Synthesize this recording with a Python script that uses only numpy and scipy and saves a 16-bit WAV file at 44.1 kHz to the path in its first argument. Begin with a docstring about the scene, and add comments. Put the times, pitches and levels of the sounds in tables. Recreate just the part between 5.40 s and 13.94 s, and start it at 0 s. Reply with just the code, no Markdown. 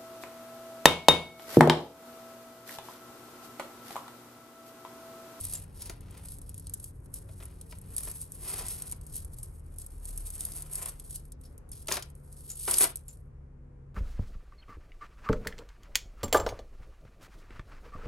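"""A necklace of shell discs and thin chains clinks and rattles as hands untangle it over a board.
Discs and links strike each other, a loose charm rings, and the bunch knocks and drags on the board.
A small room echoes these sounds. Outside, traffic rumbles and two far engines drone, sinking in pitch.
It is all heard from close by, through the two microphone openings of a phone."""
import sys
import numpy as np
from scipy import signal
from scipy.fft import rfft, irfft, next_fast_len
from scipy.io import wavfile
from scipy.ndimage import uniform_filter1d, minimum_filter1d, map_coordinates

SR = 44100
rng = np.random.default_rng(int(sys.argv[2]) if len(sys.argv) > 2 else 0)


def put_to_file(sound):
    """Save the sound as 16-bit audio at rate SR, in the file named by the first command-line argument."""
    columns = np.atleast_2d(sound).T  # one column per channel
    safe = np.clip(columns, -1, 1)
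    whole_steps = np.round(safe * 32767)
    wavfile.write(sys.argv[1], SR, whole_steps.astype(np.int16))


N = 376828

# Discs and links hit each other: start_s, strength_db, dull_vs_bright_db
CLINKS = [(0.0105, -36.5, -25), (0.0408, -32, -29.5), (0.0502, -28, -31), (0.135, -26, -31.5),
          (0.4196, -33.5, -7.5), (0.4959, -41, 5), (0.607, -47.5, -24), (0.709, -46, -25),
          (0.7762, -43, -19), (0.885, -37.5, -16), (0.985, -43.5, -20), (1.015, -43.5, -17),
          (1.093, -39, -14), (1.1431, -40.5, -14), (1.178, -38, -25), (1.1965, -39, -31), (1.269, -38, -11),
          (1.295, -37.5, -20.5), (1.337, -25.5, -36.5), (1.398, -39.5, -22), (1.4409, -33, -20),
          (1.658, -51.5, -15), (1.7395, -30.5, -23), (1.785, -41.5, -22), (2.0539, -41, -30),
          (2.212, -38, -17), (2.3851, -44, -30), (2.414, -46, -28), (2.5641, -26, -25), (2.5798, -25, -17),
          (2.6343, -32.5, -33), (2.7133, -32.5, -30), (2.8144, -32, -35.5), (2.9194, -36.5, -44),
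          (3.283, -27, -31), (3.4213, -29.5, -19), (3.513, -32.5, -16.5), (3.5225, -29.5, -23.5),
          (3.6113, -46, -17), (3.6655, -39.5, -36), (3.755, -29.5, -31), (3.7638, -30, -17),
          (3.8472, -39.5, -25), (3.9849, -38.5, -22), (4.03, -33.5, -40), (4.195, -56, -25),
          (4.3609, -50, -30), (4.3844, -36, -35), (4.4631, -40, -32), (4.6539, -32.5, -34),
          (4.6892, -36, -31.5), (4.7755, -31, -27), (4.9026, -31.5, -37), (5.0071, -26, -20),
          (5.051, -26.5, -25), (5.1193, -34, -11.5), (5.2214, -35, -21), (5.354, -24.5, -29),
          (5.4578, -28, -28.5), (5.5974, -36.5, -15.5), (5.707, -34.5, -25), (5.757, -31, -20.5),
          (5.8522, -50.5, -18.5), (5.92, -39, -21), (6.012, -50.5, -18), (6.1785, -45, -23),
          (6.29, -51, -23), (6.3157, -36, -32), (6.471, -36, -10), (6.483, -31, 0.5), (6.5215, -24.5, 3),
          (6.5686, -32, -0.5), (6.624, -40, 4.5), (6.7, -49, -25), (6.7507, -50, -35), (6.9258, -43, -33),
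          (7.1014, -35.5, -24.5), (7.116, -37, -19.5), (7.3102, -17.5, -25), (7.34, -20.5, -2),
          (7.3832, -14.5, -21.5), (7.4006, -22, -28), (7.4212, -10.5, -8.5), (7.4325, -15.5, -15),
          (7.4402, -16.5, -9), (7.5569, -28.5, -39), (7.5706, -39, -29), (7.681, -40, -20),
          (7.771, -55, -27)]
# The bright tick of a hit: frequency_hz, level_db
BRIGHT_TONE = [(800, -34.5), (2500, -37.5), (7000, -14), (8800, -3.5), (9700, -4.5), (10300, 0.5),
               (11500, -4), (13000, -22), (14000, -31), (15500, -32)]
# The dull body of a hit: frequency_hz, level_db
DULL_TONE = [(1200, -30), (2500, -12), (4200, -5), (5200, -2), (6100, -5), (7200, -3), (9000, -16)]
# Tugs at the chain: full_strength_s, rattle_db, build_up_s, hold_s, dull_vs_bright_db
TUGS = [(0.0, -43, .05, 0.18, -13), (0.409, -50.5, 0.16, 0.076, -5.5), (.65, -69, 0.114, 0.19, -14.5),
        (0.88, -52.5, .25, 0.043, -16), (1.108, -63, .15, 0.23, -9), (1.45, -51, .2, .0, -21),
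        (1.55, -71.5, .1, .15, -22), (1.747, -52.5, 0.044, 0.0345, -15), (1.903, -63, 0.16, 0.055, -11),
        (2.035, -54.5, 0.153, 0, -24.5), (2.16, -61, 0.094, 0.023, -11), (2.318, -49, 0.095, .0, -9),
        (2.585, -44.5, 0.21, 0.24, -18), (2.932, -53.5, .1, .05, -17), (3.074, -39.5, 0.175, 0.3, -13),
        (3.5, -44.5, 0.45, 0.0014, -15), (3.743, -46, 0.16, 0.0423, -13), (3.963, -54, 0.18, .08, -18.5),
        (4.127, -63.5, .1, 0.031, -24), (4.396, -49.5, 0.055, 0.024, -18), (4.702, -57.5, 0.3, 0, -26),
        (4.998, -44.5, 0.954, 0.21, -19.5), (5.349, -41.5, 0.31, 0.14, -35.5),
        (5.713, -49, 0.22, 0.061, -15.5), (6.037, -59.5, .02, 0.01, -8), (6.326, -52, 0.035, 0.07, -10.5),
        (6.514, -38.5, 0.099, 0.035, -3.5), (7.083, -51.5, 0.39, 0.031, -14),
        (7.301, -30, 0.38, 0.074, -15.5), (7.414, -23, 0.24, 0.018, -19), (7.57, -62, .02, 0, -31),
        (7.691, -57, 0.053, 0, -20.5)]
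# The bunch slides on the board: full_strength_s, level_db, build_up_s, hold_s
SLIDES = [(0.17, -59.5, .5, 0), (0.49, -58.5, 0.16, .0), (0.76, -59, 0.185, 0.023),
          (2.02, -61.5, 0.026, .0), (2.67, -59, .25, 0.024), (3.06, -51.5, 0.054, 0.086),
          (3.2, -48, 0.25, 0.043), (3.3, -60, .05, 0.14), (5.05, -61.5, .4, .2), (5.42, -52, 0.22, 0.043),
          (6.52, -39, 0.0557, 0.011), (7.29, -43, 0.041, 0.0444), (7.43, -33.5, 0.12, .0)]
# A loose charm rings: start_s, level_db, pitch_hz, fade_s (the time to fall by 60 dB)
CHARM_RINGS = [(0.151, -32.5, 7450, 0.074), (6.05, -54, 5300, 0.066), (6.32, -49, 5300, 0.076),
               (7.1, -36.5, 7040, 0.14), (7.4, -28.5, 9860, .05), (7.686, -45, 7250, 0.13)]
# Pieces land on the board: start_s, strength_db
KNOCKS = [(0.495, -27), (1.889, -40.5), (2.002, -34.5), (2.024, -35), (2.322, -32), (2.672, -28),
          (3.524, -34.5), (5.459, -28), (6.484, -16.5), (6.512, -14), (6.568, -14), (7.277, -15),
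          (7.406, -12), (7.423, -26.5), (7.442, -17)]
# The notes at which the board rings: pitch_hz, width_hz, level_db
BOARD_NOTES = [(381.6, 93, -1.5), (668.4, 100, 1.5), (987, 70, -7.5), (1430, 66, -1.5), (1780, 23, -21.5),
               (2137, 130, -2.5), (2267, 640, -12)]
# How long the room's echo takes to fall by 60 dB: frequency_hz, fade_s
ECHO_FADE = [(300, 0.1441), (3000, 0.27), (11000, 0.01)]
# How strong the room's echo is: frequency_hz, level_db
ECHO_TONE = [(300, -4), (1300, -2.5), (3000, -8), (6500, -6.5), (8500, -20.5)]
# Traffic swells and eases: time_s, rumble_db, wash_db
TRAFFIC_LEVELS = [(0, -49.5, -59.5), (1.2, -45.5, -59), (2.3, -49, -59.5), (3.6, -46, -58),
                  (5.2, -50.5, -60), (6.5, -51, -59.5), (8.54, -54, -64.5)]
# The deep rumble of traffic: frequency_hz, level_db
RUMBLE_TONE = [(12, -39.5), (20, -4.5), (32, -0.5), (53, 2), (81, -2.5), (123, -5.5), (187, -25.5),
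               (220, -21.5), (290, -58.5), (480, -120)]
# The soft wash of traffic above the rumble: frequency_hz, level_db
WASH_TONE = [(90, -42.5), (150, -7.5), (250, -14.5), (490, -17.5), (620, -25), (1300, -30), (2400, -41),
             (3600, -54), (8000, -53), (10300, -57), (11500, -65), (12600, -81)]
# Two far engines slow down: time_s, firing_rate_hz, level_db, lift_per_multiple_db
FIRST_ENGINE = [(0, 92.83, -53, -0.5), (2, 91.2, -57, 1), (3, 90.64, -59.5, 1), (5, 87, -76, 1.5),
                (6.2, 85.13, -68, 3.5), (7.5, 83.5, -68.5, 3), (8.54, 80.9, -61, 2)]
SECOND_ENGINE = [(0, 77.89, -67, 11), (2, 76.67, -59.5, 0.5), (3.5, 75.75, -58, 3), (4.8, 74.25, -46.5, -9),
                 (6, 71.53, -53.5, -1), (8.54, 68.2, -55, 2)]
# The tones in each engine's drone: multiple_of_firing_rate, level_db
FIRST_ENGINE_TONES = [(.5, 0), (1, 2.5), (2, -4.5), (3, -10), (4, -19.5), (5, -20), (6, -23)]
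SECOND_ENGINE_TONES = [(.5, 0.92), (1, 0.5), (2, -0.5)]
# How far a wave at the left microphone is ahead of the right: frequency_hz, lead_radians
LEFT_LEAD = [(150, 0), (1200, -.4), (2000, .2), (5300, .9), (6800, .1), (7600, .9), (8700, 0),
             (10250, -3.1), (11800, -6.2), (12600, -6.6), (13500, -9.3), (14300, -9.5), (14900, -12.3)]
# How much louder the left microphone is than the right: frequency_hz, left_minus_right_db
LEFT_BOOST = [(100, .6), (500, 2.8), (2000, 2), (5000, 4), (6000, 2), (7100, 4.5), (8000, .3)]


def disc_clinks():
    """Discs and links hit and bounce, making a bright tick with a duller body."""
    bright, dull = np.zeros((2, N + SR))
    for start_s, strength_db, dull_db in CLINKS:
        hit = amp(strength_db) * bounces(hold_s=0.00033, fade_s=0.02584)
        add_at(bright, start_s, hit)
        add_at(dull, start_s, amp(dull_db) * hit)
    return shape_hits(bright, BRIGHT_TONE) + shape_hits(dull, DULL_TONE)


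def bounces(hold_s, fade_s):
    """One hit is a run of tiny, uneven bounces that holds briefly, then falls 60 dB in fade_s."""
    t = np.arange(SR // 12) / SR
    bounce_db = 2.8 * rng.standard_normal(len(t) // 32 + 1)
    uneven = amp(np.repeat(bounce_db, 32)[:len(t)])  # a new strength every 0.7 ms
    outline = amp(-60 * np.maximum(t - hold_s, 0) / fade_s) * (1 - np.exp(-t / .0004))
    burst = uneven * rng.standard_normal(len(t)) * outline
    return unit(burst) * np.sqrt(np.mean(outline ** 2))  # same energy however the bounces fall


def chain_rattle():
    """Tugged links rub and tick in clumps; the sliding bunch scrapes and shakes the board."""
    bright_tugs = [row[:-1] for row in TUGS]
    dull_tugs = [(time_s, db + dull_db, *timing) for time_s, db, *timing, dull_db in TUGS]
    bright_level = hand_moves(bright_tugs, rest_db=-77, gone_db=-91, settle_s=0.2)
    dull_level = hand_moves(dull_tugs, rest_db=-96, gone_db=-110.5, settle_s=0.2)
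    slide_level = hand_moves(SLIDES, rest_db=-71.5, gone_db=-71.5, settle_s=0.12)
    scrape_level = amp(-12.5) * slide_level
    clumps = amp(2.73 * wobble(45) + 2.8 * wobble(150))
    ticks = clumps * tiny_hits(per_second=2200, spread_db=0.5)
    bright = bright_level * unit(shape_hits(ticks, BRIGHT_TONE))
    dull = np.hypot(dull_level, scrape_level) * unit(shape_hits(ticks, DULL_TONE))
    drag_hits = np.sqrt(clumps) * tiny_hits(per_second=2500, spread_db=4.0)
    return bright + dull + slide_level * unit(board(drag_hits))


def hand_moves(moves, rest_db, gone_db, settle_s):
    """Loudness over time: each move builds from rest_db, holds, and is down to gone_db after settle_s."""
    full_s, level_db, build_s, hold_s = np.transpose(moves)[:, :, None]
    t = np.arange(0, N / SR, .001)
    drop_before_db = (level_db - rest_db) * (full_s - t) / build_s.clip(.01)
    drop_after_db = (level_db - gone_db) * (t - full_s - hold_s.clip(0)) / settle_s
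    levels = amp(level_db - np.maximum(drop_before_db, drop_after_db).clip(0))
    together = np.linalg.norm(levels, axis=0)  # overlapping moves add their power
    return np.interp(np.arange(N) / SR, t, together)


def tiny_hits(per_second, spread_db):
    """Links touch at random moments, some harder than others."""
    chance, direction = rng.random((2, N))
    strength = amp(spread_db * rng.standard_normal(N))
    return (chance < per_second / SR) * strength * np.sign(direction - .5)


def charm_rings():
    """A swinging charm rings for a moment on one slightly rough note."""
    out = np.zeros(N + SR)
    t = np.arange(SR // 5) / SR
    for start_s, level_db, pitch_hz, fade_s in CHARM_RINGS:
        roughness = .22 * np.cumsum(rng.standard_normal(len(t)))
        outline = amp(level_db - 60 * t / fade_s) * (1 - np.exp(-t / 0.00077))
        add_at(out, start_s, outline * np.sin(2 * np.pi * pitch_hz * t + roughness))
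    return out[:N]


def board_knocks():
    """A piece lands and bounces, sending a short scatter of hits into the board."""
    hits = np.zeros(N + SR)
    for start_s, strength_db in KNOCKS:
        add_at(hits, start_s, amp(strength_db) * bounces(hold_s=0.0041, fade_s=0.037))
    return board(hits[:N])


def board(hits):
    """The thin board answers each hit with a few ringing notes over a broad thud."""
    def response(hz):
        ring = sum((-1) ** k * amp(db) * 1j * hz * width / (pitch ** 2 - hz ** 2 + 1j * hz * width)
                   for k, (pitch, width, db) in enumerate(BOARD_NOTES))
        thud = (1j * hz / (250 + 1j * hz)) ** 2 / (1 + 1j * hz / 1500)  # about 250 to 1500 Hz
        return 0.81 * ring + 0.448 * thud
    return filtered(hits, response)


def room_echo(sound):
    """The walls send sound back; the hands keep moving, so each quarter second gets its own echo."""
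    out = np.zeros((2, N + SR))
    step, delay = SR // 4, 60  # in samples
    for start in range(0, N, step):
        hz, t, noise = signal.stft(rng.standard_normal((2, SR // 3)), SR, nperseg=256)
        fade = amp(-60 * t / look_up(ECHO_FADE, hz)[:, None])
        gain = amp(look_up(ECHO_TONE, hz)) / np.sqrt(np.mean(fade ** 2, axis=1) * SR / 3)
        tail = signal.istft(noise * fade * gain[:, None], SR, nperseg=256)[1]
        echo = signal.fftconvolve(sound[None, start:start + step], tail, axes=1)
        out[:, start + delay:start + delay + echo.shape[1]] += echo
    return out[:, :N]


def traffic():
    """Traffic outside: a throbbing rumble in the middle, a wide wash above it and two far engines."""
    rumble_db, wash_db = over_time(TRAFFIC_LEVELS)
    rumble = unit(filtered(rng.standard_normal(N), lambda hz: amp(look_up(RUMBLE_TONE, hz))))
    middle, side = filtered(rng.standard_normal((2, N)), lambda hz: amp(look_up(WASH_TONE, hz)))
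    # Long, low waves reach both microphones alike.
    side = filtered(side, lambda hz: 0.91 * hz ** 2 / (hz ** 2 + 160 ** 2))
    wash = unit(np.array([middle + side, middle - side]))
    drone = far_engine(FIRST_ENGINE, FIRST_ENGINE_TONES) + far_engine(SECOND_ENGINE, SECOND_ENGINE_TONES)
    rumble *= amp(rumble_db + 1.5 * wobble(3.4))
    wash *= amp(wash_db + 1.1 * wobble(5.9))
    return rumble + wash + drone


def far_engine(course, tones):
    """An engine hums at multiples of its firing rate; the trip through the air makes each tone waver."""
    firing_hz, level_db, lift_db = over_time(course)
    angle = 2 * np.pi * np.cumsum(firing_hz) / SR
    drone = np.zeros(N)
    for multiple, tone_db in tones:
        level = amp(level_db + tone_db + lift_db * (multiple - 1) + 2.9 * wobble(4))
        drone += level * np.sin(multiple * angle + 0.5 * wobble(3))
    return drone


def amp(db):
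    """Turn decibels into a number to multiply a sound by."""
    return 10 ** (np.asarray(db) / 20)


def unit(sound):
    """Scale a sound to an average power of one."""
    return sound / np.sqrt(np.mean(sound ** 2) + 1e-20)


def add_at(track, start_s, sound):
    """Mix a short sound into a track."""
    track[round(start_s * SR):][:len(sound)] += sound


def look_up(table, hz):
    """Read between the rows of a frequency table, with frequency spaced by octaves."""
    row_hz, values = np.transpose(table)
    return np.interp(np.log(hz + 1), np.log(row_hz + 1), values)


def over_time(table):
    """Give each column after the time one value per sample."""
    time_s, *columns = np.transpose(table)
    return [np.interp(np.arange(N) / SR, time_s, column) for column in columns]


def wobble(per_second):
    """A smooth curve through this many random points a second."""
    points = rng.standard_normal(int(N * per_second / SR) + 4)
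    return map_coordinates(points, [np.arange(N) * per_second / SR])


def filtered(sound, response):
    """Change the strength and timing of each frequency by response(hz)."""
    size = next_fast_len(N + SR // 2)
    hz = np.fft.rfftfreq(size, 1 / SR)
    return irfft(rfft(sound, size) * response(hz), size)[..., :N]


def shape_hits(hits, tone):
    """Turn each hit into a short click with the given tone."""
    log_spectrum = np.log(amp(look_up(tone, np.fft.rfftfreq(2048, 1 / SR))))
    # Fold the early half onto the late half, so nothing sounds before the hit (minimum phase).
    folded = irfft(log_spectrum)
    folded[1:1024] *= 2
    folded[1025:] = 0
    click = irfft(np.exp(rfft(folded)))
    return signal.fftconvolve(hits, click / np.linalg.norm(click))[:N]


def limiter(sound, ceiling):
    """The volume drops just ahead of a loud peak and comes back within a few milliseconds."""
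    gain = np.minimum(1, ceiling / (np.abs(sound).max(axis=0) + 1e-9))
    return sound * uniform_filter1d(minimum_filter1d(gain, size=300), size=150)


def scene():
    """The necklace on the board, its echo in the room and the traffic outside."""
    necklace = chain_rattle() + disc_clinks() + charm_rings() + board_knocks()
    return necklace + room_echo(necklace) + traffic()


def record(dry):
    """The phone hears left and right a little apart, holds down peaks and cuts the highest treble."""
    def microphones(hz):
        sides = np.array([[.5], [-.5]])  # left, right
        balance = amp(sides * look_up(LEFT_BOOST, hz))
        timing = np.exp(1j * sides * look_up(LEFT_LEAD, hz))
        whistle = amp(5 * np.exp(-((hz - 10250) / 600) ** 2))  # both openings ring near 10250 Hz
        return balance * timing * whistle
    limited = limiter(filtered(dry, microphones), ceiling=.46)
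    treble_cut_hz = 15850
    return filtered(limited, lambda hz: 1 / (1 + (hz / treble_cut_hz) ** 150))


dry = scene()
out = record(dry)
put_to_file(out)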